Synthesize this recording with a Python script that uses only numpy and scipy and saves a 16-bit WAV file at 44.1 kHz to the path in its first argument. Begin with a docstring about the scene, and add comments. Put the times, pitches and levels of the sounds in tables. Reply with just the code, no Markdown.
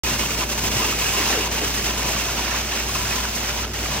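"""A bare stairwell, two microphones on a hose that shoots wet concrete into a stair's formwork.
From the start the pump's engine drones outside and the stream hisses, spatters, breaks and spurts;
gravel ticks on the mesh, bubbles squelch and rushing air rings the hose. Lumps plop into the fill,
and at 1.3 s the main surge digs in with a falling gulp. The last heavy lumps land near 2.1 s;
the stream runs on a little weaker, with its deepest break just before the end."""
import sys
import numpy as np
from scipy import signal
from scipy.fft import rfft, irfft
from scipy.io import wavfile

SR = 44100
rng = np.random.default_rng(int(sys.argv[2]) if len(sys.argv) > 2 else 0)


def inscribe(sig):
    """Save sig as 16-bit PCM at rate SR to the path in sys.argv[1].

    A 1-D sig is mono; a 2-D sig holds one channel per row.
    Samples are clipped to [-1, 1] before scaling.
    """
    pcm = np.round(np.clip(np.atleast_2d(sig).T, -1, 1) * 32767)
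    wavfile.write(sys.argv[1], SR, pcm.astype(np.int16))


N = 176400
TIME_S, BIN_HZ = np.arange(N) / SR, np.arange(N // 2 + 1) * SR / N
SIDES = np.array([[.5], [-.5]])   # left and right microphone


def from_db(db):
    """Decibels to gain."""
    return 10 ** (np.asarray(db) / 20)

def unit_power(x):
    """Scale to unit power."""
    return x / np.sqrt(np.mean(x ** 2) + 1e-20)

def in_time(rows):
    """A curve over time at every sample."""
    return np.interp(TIME_S, *np.transpose(rows))

def per_bin(rows):
    """A curve over log frequency at every spectral bin."""
    hz, value = np.transpose(rows)
    return np.interp(np.log(BIN_HZ + 1e-9), np.log(hz), value)

def colour(white, spectrum):
    """Give a white source its spectrum."""
    return irfft(rfft(white) * from_db(per_bin(spectrum)) * np.sqrt(SR / 2), N)

def drift(per_s, step=40):
    """A smooth random wander with spread 1."""
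    pole = np.exp(-2 * np.pi * step * per_s / SR)
    noise = rng.standard_normal(N // step + 2002)
    slow = signal.lfilter([1], [1, -2 * pole, pole * pole], noise)[2000:]
    return np.interp(np.arange(N) / step, np.arange(len(slow)), unit_power(slow))

def grains(per_s, spread_db):
    """Random tiny impacts of uneven size; unit power."""
    sizes = from_db(spread_db * np.minimum(rng.exponential(1, N), 5)) * rng.choice([-1, 1], N)
    return unit_power(sizes * (rng.random(N) < per_s / SR))

def gate(start_s, length_s, edge_s=.0025):
    """1 during an event, with short ramps."""
    return np.clip(np.minimum(TIME_S - start_s, start_s + length_s - TIME_S) / edge_s + .5, 0, 1)

def resonator(hz, t60_s):
    """Feedback coefficients of one damped mode."""
    pole = from_db(-60 / (t60_s * SR))
    return [1, -2 * pole * np.cos(2 * np.pi * hz / SR), pole * pole]

def add_ring(out, start_s, hz, db, cycles, rise, attack_cycles=.86):
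    """Mix in a ring that dies by 60 dB over `cycles` while its pitch climbs by the share `rise`."""
    age = np.arange(0, 1, hz / cycles / SR)
    ring = from_db(db - 60 * age) * np.sin(2 * np.pi * cycles * (age + rise * age ** 2 / 2))
    ring *= np.clip(age * cycles / attack_cycles, 0, 1)
    place = out[int(start_s * SR):][:len(ring)]
    place += ring[:len(place)]

def rough_tone(hz, rough, churn_per_s):
    """A resonance shaken by turbulence, its strength and phase churning; unit power."""
    churn = 1 + rough * (drift(churn_per_s) + 1j * drift(churn_per_s))
    return unit_power(np.real(churn * np.exp(2j * np.pi * np.cumsum(hz) / SR)))


# Engine tones from outside: pitch_hz, level_db, wavering_share, wavers_per_s
ENGINE_TONES = [(58.7, -33.5, 0.16, 8.6), (98.9, -43.5, 1, 1.9), (129.1, -45, 0.85, 1.6),
                (218.4, -44, 0.31, 1.9), (237.7, -48.5, 1, 5), (375.6, -50, 0.68, 2.2), (594, -49, 0.88, 3)]
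def pump():
    """Farthest off, the engine's firing tone and fainter wavering machine tones."""
    out = 0
    for hz, db, waver, per_s in ENGINE_TONES:
        swing = np.sqrt(2 * (1 - waver ** 2)) + waver * (drift(per_s) + 1j * drift(per_s))
        out += from_db(db) * np.real(swing * np.exp(2j * np.pi * (hz * TIME_S + rng.random())))
    return out

def stairwell(gain, t60_s=.05, reflected_share=.11):
    """An envelope as reflections off the bare walls carry it on."""
    pole = from_db(-120 / (t60_s * SR))
    reflected_power = signal.lfilter([1 - pole], [1, -pole], gain ** 2)
    return np.sqrt((1 - reflected_share) * gain ** 2 + reflected_share * reflected_power)

# Slop in the fill, and the concrete's weight on the boards: time_s, level_db
SLOP_LEVEL = [(0, 0), (.6, -1.5), (.85, 3.5), (1.08, -1.5), (1.19, 5), (1.27, 1.5), (1.36, 4), (1.47, 2),
              (1.57, 0.5), (1.64, 1.5), (1.78, -0.5), (2.08, 1), (2.3, -4), (2.55, -1.5), (3.05, -4),
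              (3.6, -4.5), (4, -1.5)]
BOARD_LOAD = [(0, 4.5), (.55, -2.5), (.66, 4), (.8, -4), (1.0, -2.5), (1.3, -5), (1.55, -2), (2.0, -3),
              (2.3, 0.5), (2.7, -7.5), (3.2, -1), (3.65, -7), (3.9, 0), (4, 0)]
# Their spectra: frequency_hz, density_db
SLOP_SPECTRUM = [(100, -73), (200, -65), (300, -61), (400, -59.5), (520, -66.5), (720, -66.5),
                 (1500, -79.5), (4000, -102)]
BOARD_SPECTRUM = [(20, -88), (35, -69), (48, -61.5), (80, -62), (110, -60.5), (170, -58), (250, -62.5),
                  (500, -89.5), (2000, -110)]
def slop():
    """Down in the formwork, soft clots plop into the fill and make the boards rumble."""
    plops = grains(per_s=900, spread_db=2.5) * from_db(in_time(SLOP_LEVEL))
    thuds = grains(per_s=1200, spread_db=.46) * from_db(in_time(BOARD_LOAD))
    return colour(plops, SLOP_SPECTRUM) + colour(thuds, BOARD_SPECTRUM)

# Reinforcing bars: pitch_hz, level_db
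BARS = [(2230, -43), (2480, -44), (2570, -39.5), (2715, -40), (2860, -42)]
# Their rattle as the stream wanders over them: time_s, relative_db
BAR_RATTLE = [(0, 4), (.35, 4.5), (.6, -1), (1.05, 6.5), (1.25, 3.5), (1.5, 3), (2.45, 1), (2.65, 2),
              (3.2, -3), (4, -6)]
def rebar(spatter_gain):
    """Stones strike the mud-damped bars; each bar rings briefly."""
    out = 0
    for hz, db in BARS:
        hits = grains(per_s=90, spread_db=1.6) * spatter_gain * from_db(in_time(BAR_RATTLE))
        ring = signal.lfilter([1], resonator(hz, t60_s=.057), hits + 1e-18)
        out += from_db(db) * unit_power(ring)
    return out

# Stones landing on steel: start_s, pitch_hz, level_db
CLINKS = [(.89, 2790, -18), (1.327, 1820, -20), (1.337, 1570, -23), (1.44, 2734, -23), (1.583, 2850, -23),
          (1.774, 1900, -22), (1.851, 2430, -29), (2.102, 2800, -23), (2.555, 1430, -29), (2.95, 2648, -23),
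          (3.11, 2500, -21), (3.121, 1970, -24), (3.487, 1430, -27)]
def pebbles(t60_s=.075):
    """Larger stones clink on the steel, damped at once by the mud."""
    out = np.zeros(N)
    for start_s, hz, db in CLINKS:
        add_ring(out, start_s, hz, db, cycles=t60_s * hz, rise=0)
    return out

def squelches(spatter_gain, count=240, base_db=-22, range_db=7, lowest_hz=850, octaves=2.3):
    """Small bubbles burst in the wet mix, louder when more of it lands."""
    out = np.zeros(N)
    for when, pitch, faintness in rng.random((count, 3)):
        db = base_db + 20 * np.log10(spatter_gain[int(when * N)]) - range_db * faintness
        add_ring(out, when * N / SR, lowest_hz * 2 ** (octaves * pitch), db, cycles=55, rise=.11)
    return out

# Swells of the hose's ring: peak_s, length_s, relative_db
HOSE_SWELLS = [(0.09, 0.06, -33), (0.228, 0.089, -31), (.42, 0.058, -31.5), (0.653, 0.11, -34),
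               (0.797, 0.049, -26), (0.88, .08, -31.5), (1.022, 0.039, -30), (1.158, .06, -28.5),
               (1.204, 0.055, -29), (1.32, 0.076, -36), (1.403, 0.055, -31), (1.473, 0.045, -29),
               (1.91, 0.041, -30), (2.015, 0.17, -33), (2.086, 0.036, -29.5), (2.291, 0.038, -31.5),
               (2.496, .06, -34), (2.73, 0.074, -39), (3.023, 0.12, -33), (3.204, 0.15, -32),
               (3.494, 0.059, -33), (3.582, 0.057, -29), (3.96, .09, -34.5)]
def hose_ring(pitch_hz=1003.4, waver_hz=16.5, trim_db=-3.5, left_over_right_db=8):
    """Rushing air rings the hose in short, rough, hollow swells, stronger at the left microphone."""
    swells = sum(from_db(db) * np.cos(np.pi * np.clip((TIME_S - peak_s) / length_s, -.5, .5))
                 for peak_s, length_s, db in HOSE_SWELLS)
    tone = rough_tone(pitch_hz + waver_hz * drift(per_s=27.9), rough=.75, churn_per_s=60)
    return swells * tone * from_db(trim_db + left_over_right_db * SIDES)

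# Heavy lumps landing in the fill: start_s, pitch_hz, level_db
LANDINGS = [(0.32, 260, -30), (.665, 103, -29), (0.699, 211, -38), (0.748, 114, -19.5), (0.789, 221, -24),
            (.825, 328, -24), (.885, 373, -23), (1.165, 405, -20), (1.201, 330, -22), (1.318, 388, -18),
            (1.386, 348, -38), (1.618, 370, -15), (1.654, 330, -25), (2.04, 760, -18), (2.095, 700, -15)]
def lumps(pockets=5, spread_octaves=.26, scatter_s=.02):
    """Each heavy lump closes a few air pockets that ring with a rising pitch."""
    out = np.zeros(N)
    for start_s, hz, db in LANDINGS:
        pitches_hz = hz * 2 ** (spread_octaves * rng.permutation(np.linspace(-1, 1, pockets)))
        delays_s = scatter_s * (np.arange(pockets) + rng.random(pockets)) / pockets
        pocket_db = db - 10 * np.log10(pockets / 2)
        for pocket_hz, delay_s in zip(pitches_hz, delays_s):
            add_ring(out, start_s + delay_s, pocket_hz, pocket_db, cycles=12, rise=.12)
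    return out

# Resonance of the hollow in the fill: time_s, pitch_hz, level_db
GULP_GLIDE = [(1.29, 873, -53), (1.309, 765, -29.5), (1.323, 647, -22.5), (1.338, 595, -34),
              (1.355, 541, -31.5), (1.378, 436, -29), (1.42, 392, -37)]
def gulp():
    """The main surge digs a hollow into the fill; its rough resonance falls as it deepens."""
    times_s, hz, db = np.transpose(GULP_GLIDE)
    tone = rough_tone(np.interp(TIME_S, times_s, hz), rough=.4, churn_per_s=55)
    return tone * from_db(np.interp(TIME_S, times_s, db)) * gate(times_s[0], times_s[-1] - times_s[0])

def gravel(stones_per_s=63, base_db=-29, spread_db=3.6, modes=14):
    """Stones tick on mesh and boards, each with a brief ring."""
    out = 0
    for hz in np.geomspace(1500, 7500, modes):
        hits = rng.random(N) < stones_per_s / modes / SR
        clicks = hits * from_db(base_db + spread_db * rng.standard_normal(N))
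        out += signal.lfilter([0, np.sin(2 * np.pi * hz / SR)], resonator(hz, t60_s=.015), clicks + 1e-18)
    return out

# Strength of the stream: time_s, level_db
FLOW_LEVEL = [(0, 2.5), (.45, 0), (.62, 2.5), (.82, 2.5), (1.08, 2.5), (1.28, 3), (1.46, -0.2), (1.7, 1.5),
              (2.05, -0.1), (2.3, -1), (2.5, -1.8), (2.8, -1.5), (3.1, -0.1), (3.35, -2), (3.6, -3),
              (3.8, -3), (3.93, -1.5), (4, -2.6)]
# Instants when it breaks off: end_s, length_s, depth_db
FLOW_BREAKS = [(.183, 0.02, 3.5), (0.305, 0.041, 3), (0.376, 0.022, 3.5), (.491, 0.044, 5.5),
               (0.575, 0.039, 3.5), (0.636, 0.038, 3.5), (0.713, 0.025, 3.5), (0.986, 0.057, 2.5),
               (1.132, .03, 1), (1.513, 0.035, 5), (1.616, 0.022, 2.5), (1.74, 0.05, 2), (1.84, 0.04, 2),
               (1.971, .06, 2.5), (2.709, 0.089, 1.5), (2.884, 0.042, 2), (3.325, 0.063, 1.5),
               (3.734, 0.08, 7.5), (3.783, 0.039, 1.5)]
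def flow(surges_per_s=140, surge_db=1.27, decay_s=.0061):
    """Level in dB of the stream leaving the hose, with its breaks and small random surges."""
    kicks = rng.random(N) < surges_per_s / SR
    surges = signal.lfilter([1], [1, -np.exp(-1 / (decay_s * SR))], kicks + 1e-18)
    breaks_db = sum(db * gate(end_s - length_s, length_s) for end_s, length_s, db in FLOW_BREAKS)
    return in_time(FLOW_LEVEL) - breaks_db + surge_db * np.tanh(unit_power(surges - surges.mean()))

# Spurts of air and concrete: start_s, length_s, extra_hiss_db, extra_spatter_db
HOSE_SPURTS = [(0.188, 0.038, 1.5, 3), (0.406, 0.036, 0.5, 4), (1.015, 0.021, 1, 1), (1.171, 0.03, 1.5, 2),
               (1.277, 0.053, 1, 1), (1.843, 0.03, 2.5, 0), (2.06, 0.065, 2.5, -1), (2.194, .03, 2.5, 1.5),
               (2.373, .05, 0.5, 2), (2.948, 0.045, 2, 3), (3.097, 0.04, 0, 2), (3.156, 0.015, 1.5, 3.5),
               (3.351, 0.014, 6, -3), (3.478, 0.033, 1.5, 2), (3.635, .018, -4, 1.5)]
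# Stony spatter on top of the flow: time_s, level_db
SPATTER_LEVEL = [(0, -0.2), (.35, -1), (.6, -2), (.82, -0.5), (1.1, -1.2), (1.33, 1.5), (1.45, 1.5),
                 (1.8, -1), (1.95, 0.6), (2.1, 1.5), (2.33, 0.5), (2.41, 2), (2.53, 4.5), (2.66, 0.5),
                 (2.8, 3), (2.95, -2), (3.15, 0), (3.4, 1.5), (4, 1.5)]
def spurting(flow_db, clump_db=.4):
    """Gains of spatter and hiss: both jump in spurts, and the spatter arrives in uneven clumps."""
    hiss_db = flow_db + sum(db * gate(start_s, length_s) for start_s, length_s, db, _ in HOSE_SPURTS)
    spatter_db = flow_db + sum(db * gate(start_s, length_s) for start_s, length_s, _, db in HOSE_SPURTS)
    spatter_db += in_time(SPATTER_LEVEL) + clump_db * drift(per_s=45)
    return from_db(spatter_db), from_db(hiss_db)

# Spectra of landing concrete and escaping air: frequency_hz, density_db
SPATTER_SPECTRUM = [(150, -82), (400, -68.5), (750, -63.5), (1300, -64.5), (2000, -65.7), (2450, -65),
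                    (3300, -66), (4100, -69), (6300, -66.5), (9000, -112), (16000, -131)]
HISS_SPECTRUM = [(1000, -85), (2500, -70.5), (4000, -70), (5200, -65.7), (6200, -65), (7600, -67.8),
                 (9200, -67.7), (11300, -70.6), (13000, -70.6), (16000, -77)]
# Hollow resonances of hose and formwork: centre_hz, width_hz, lift_db
CAVITIES = [(2820, 500, 2.2), (6070, 130, 1)]
def stream(spatter_gain, hiss_gain):
    """In the foreground, dense spatter and air hiss, coloured by the hollows, with gravel on top."""
    spatter = colour(grains(per_s=9000, spread_db=2.5) * spatter_gain, SPATTER_SPECTRUM)
    hiss = colour(rng.standard_normal(N) * hiss_gain, HISS_SPECTRUM)
    lift_db = sum(db / (1 + (2 * (BIN_HZ - hz) / width_hz) ** 2) for hz, width_hz, db in CAVITIES)
    return irfft(rfft(spatter + hiss) * from_db(lift_db), N) + gravel() * np.sqrt(spatter_gain)

# Sound common to both microphones: frequency_hz, power_share
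MIC_LIKENESS = [(60, .9995), (200, .985), (450, .85), (850, .55), (1200, .62), (1800, .8), (2700, .6),
                (3700, .33), (5000, .42), (6400, .7), (7800, .78), (9200, .99), (10800, .99), (12500, .8),
                (16000, .6)]
# Phase between them: frequency_hz, left_lead_rad
MIC_LEAD = [(50, 0), (700, 0), (1050, -.7), (1500, -.15), (2000, 0), (2600, 1.3), (3900, 1.1), (5000, 3.0),
            (5800, 2.3), (7700, 2.1), (8300, 2.35), (9000, 3.1), (11000, 3.2), (12000, 3.8), (16000, 5.5)]
# Balance between them: frequency_hz, left_over_right_db
MIC_BALANCE = [(100, 0), (380, 1.5), (700, 3), (1000, 2), (1300, -1), (1900, -1), (2350, -3.5), (3000, -1),
               (4400, -2), (6000, -4), (7800, .7), (9500, 0), (16000, 0)]
def scene():
    """Direct sound reaches the two microphones with a lag; each gets its own diffuse stairwell wash."""
    spatter_gain, hiss_gain = spurting(flow())
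    sources = (stream(spatter_gain, hiss_gain) + slop() + lumps() + gulp()
               + squelches(spatter_gain) + pebbles() + rebar(spatter_gain) + pump())
    wash = [stream(stairwell(spatter_gain), stairwell(hiss_gain)) + slop() for _ in SIDES]
    likeness = per_bin(MIC_LIKENESS)
    direct = rfft(sources) * np.sqrt(likeness) * np.exp(1j * SIDES * per_bin(MIC_LEAD))
    diffuse = rfft(wash) * np.sqrt(1 - likeness)
    return irfft((direct + diffuse) * from_db(SIDES * per_bin(MIC_BALANCE)), N) + hose_ring()

def record(dry, start_s=.035, low_cut_hz=30, high_cut_hz=15750):
    """The sound cuts in; the deepest bass and the top are cut."""
    cut_in = np.clip((TIME_S - start_s) / .002 + .5, 0, 1)
    low_cut = signal.butter(3, low_cut_hz, "high", fs=SR, output="sos")
    high_cut = signal.ellip(12, .1, 80, high_cut_hz, fs=SR, output="sos")
    return signal.sosfilt(high_cut, signal.sosfilt(low_cut, dry) * cut_in)


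dry = scene()
out = record(dry)
inscribe(out)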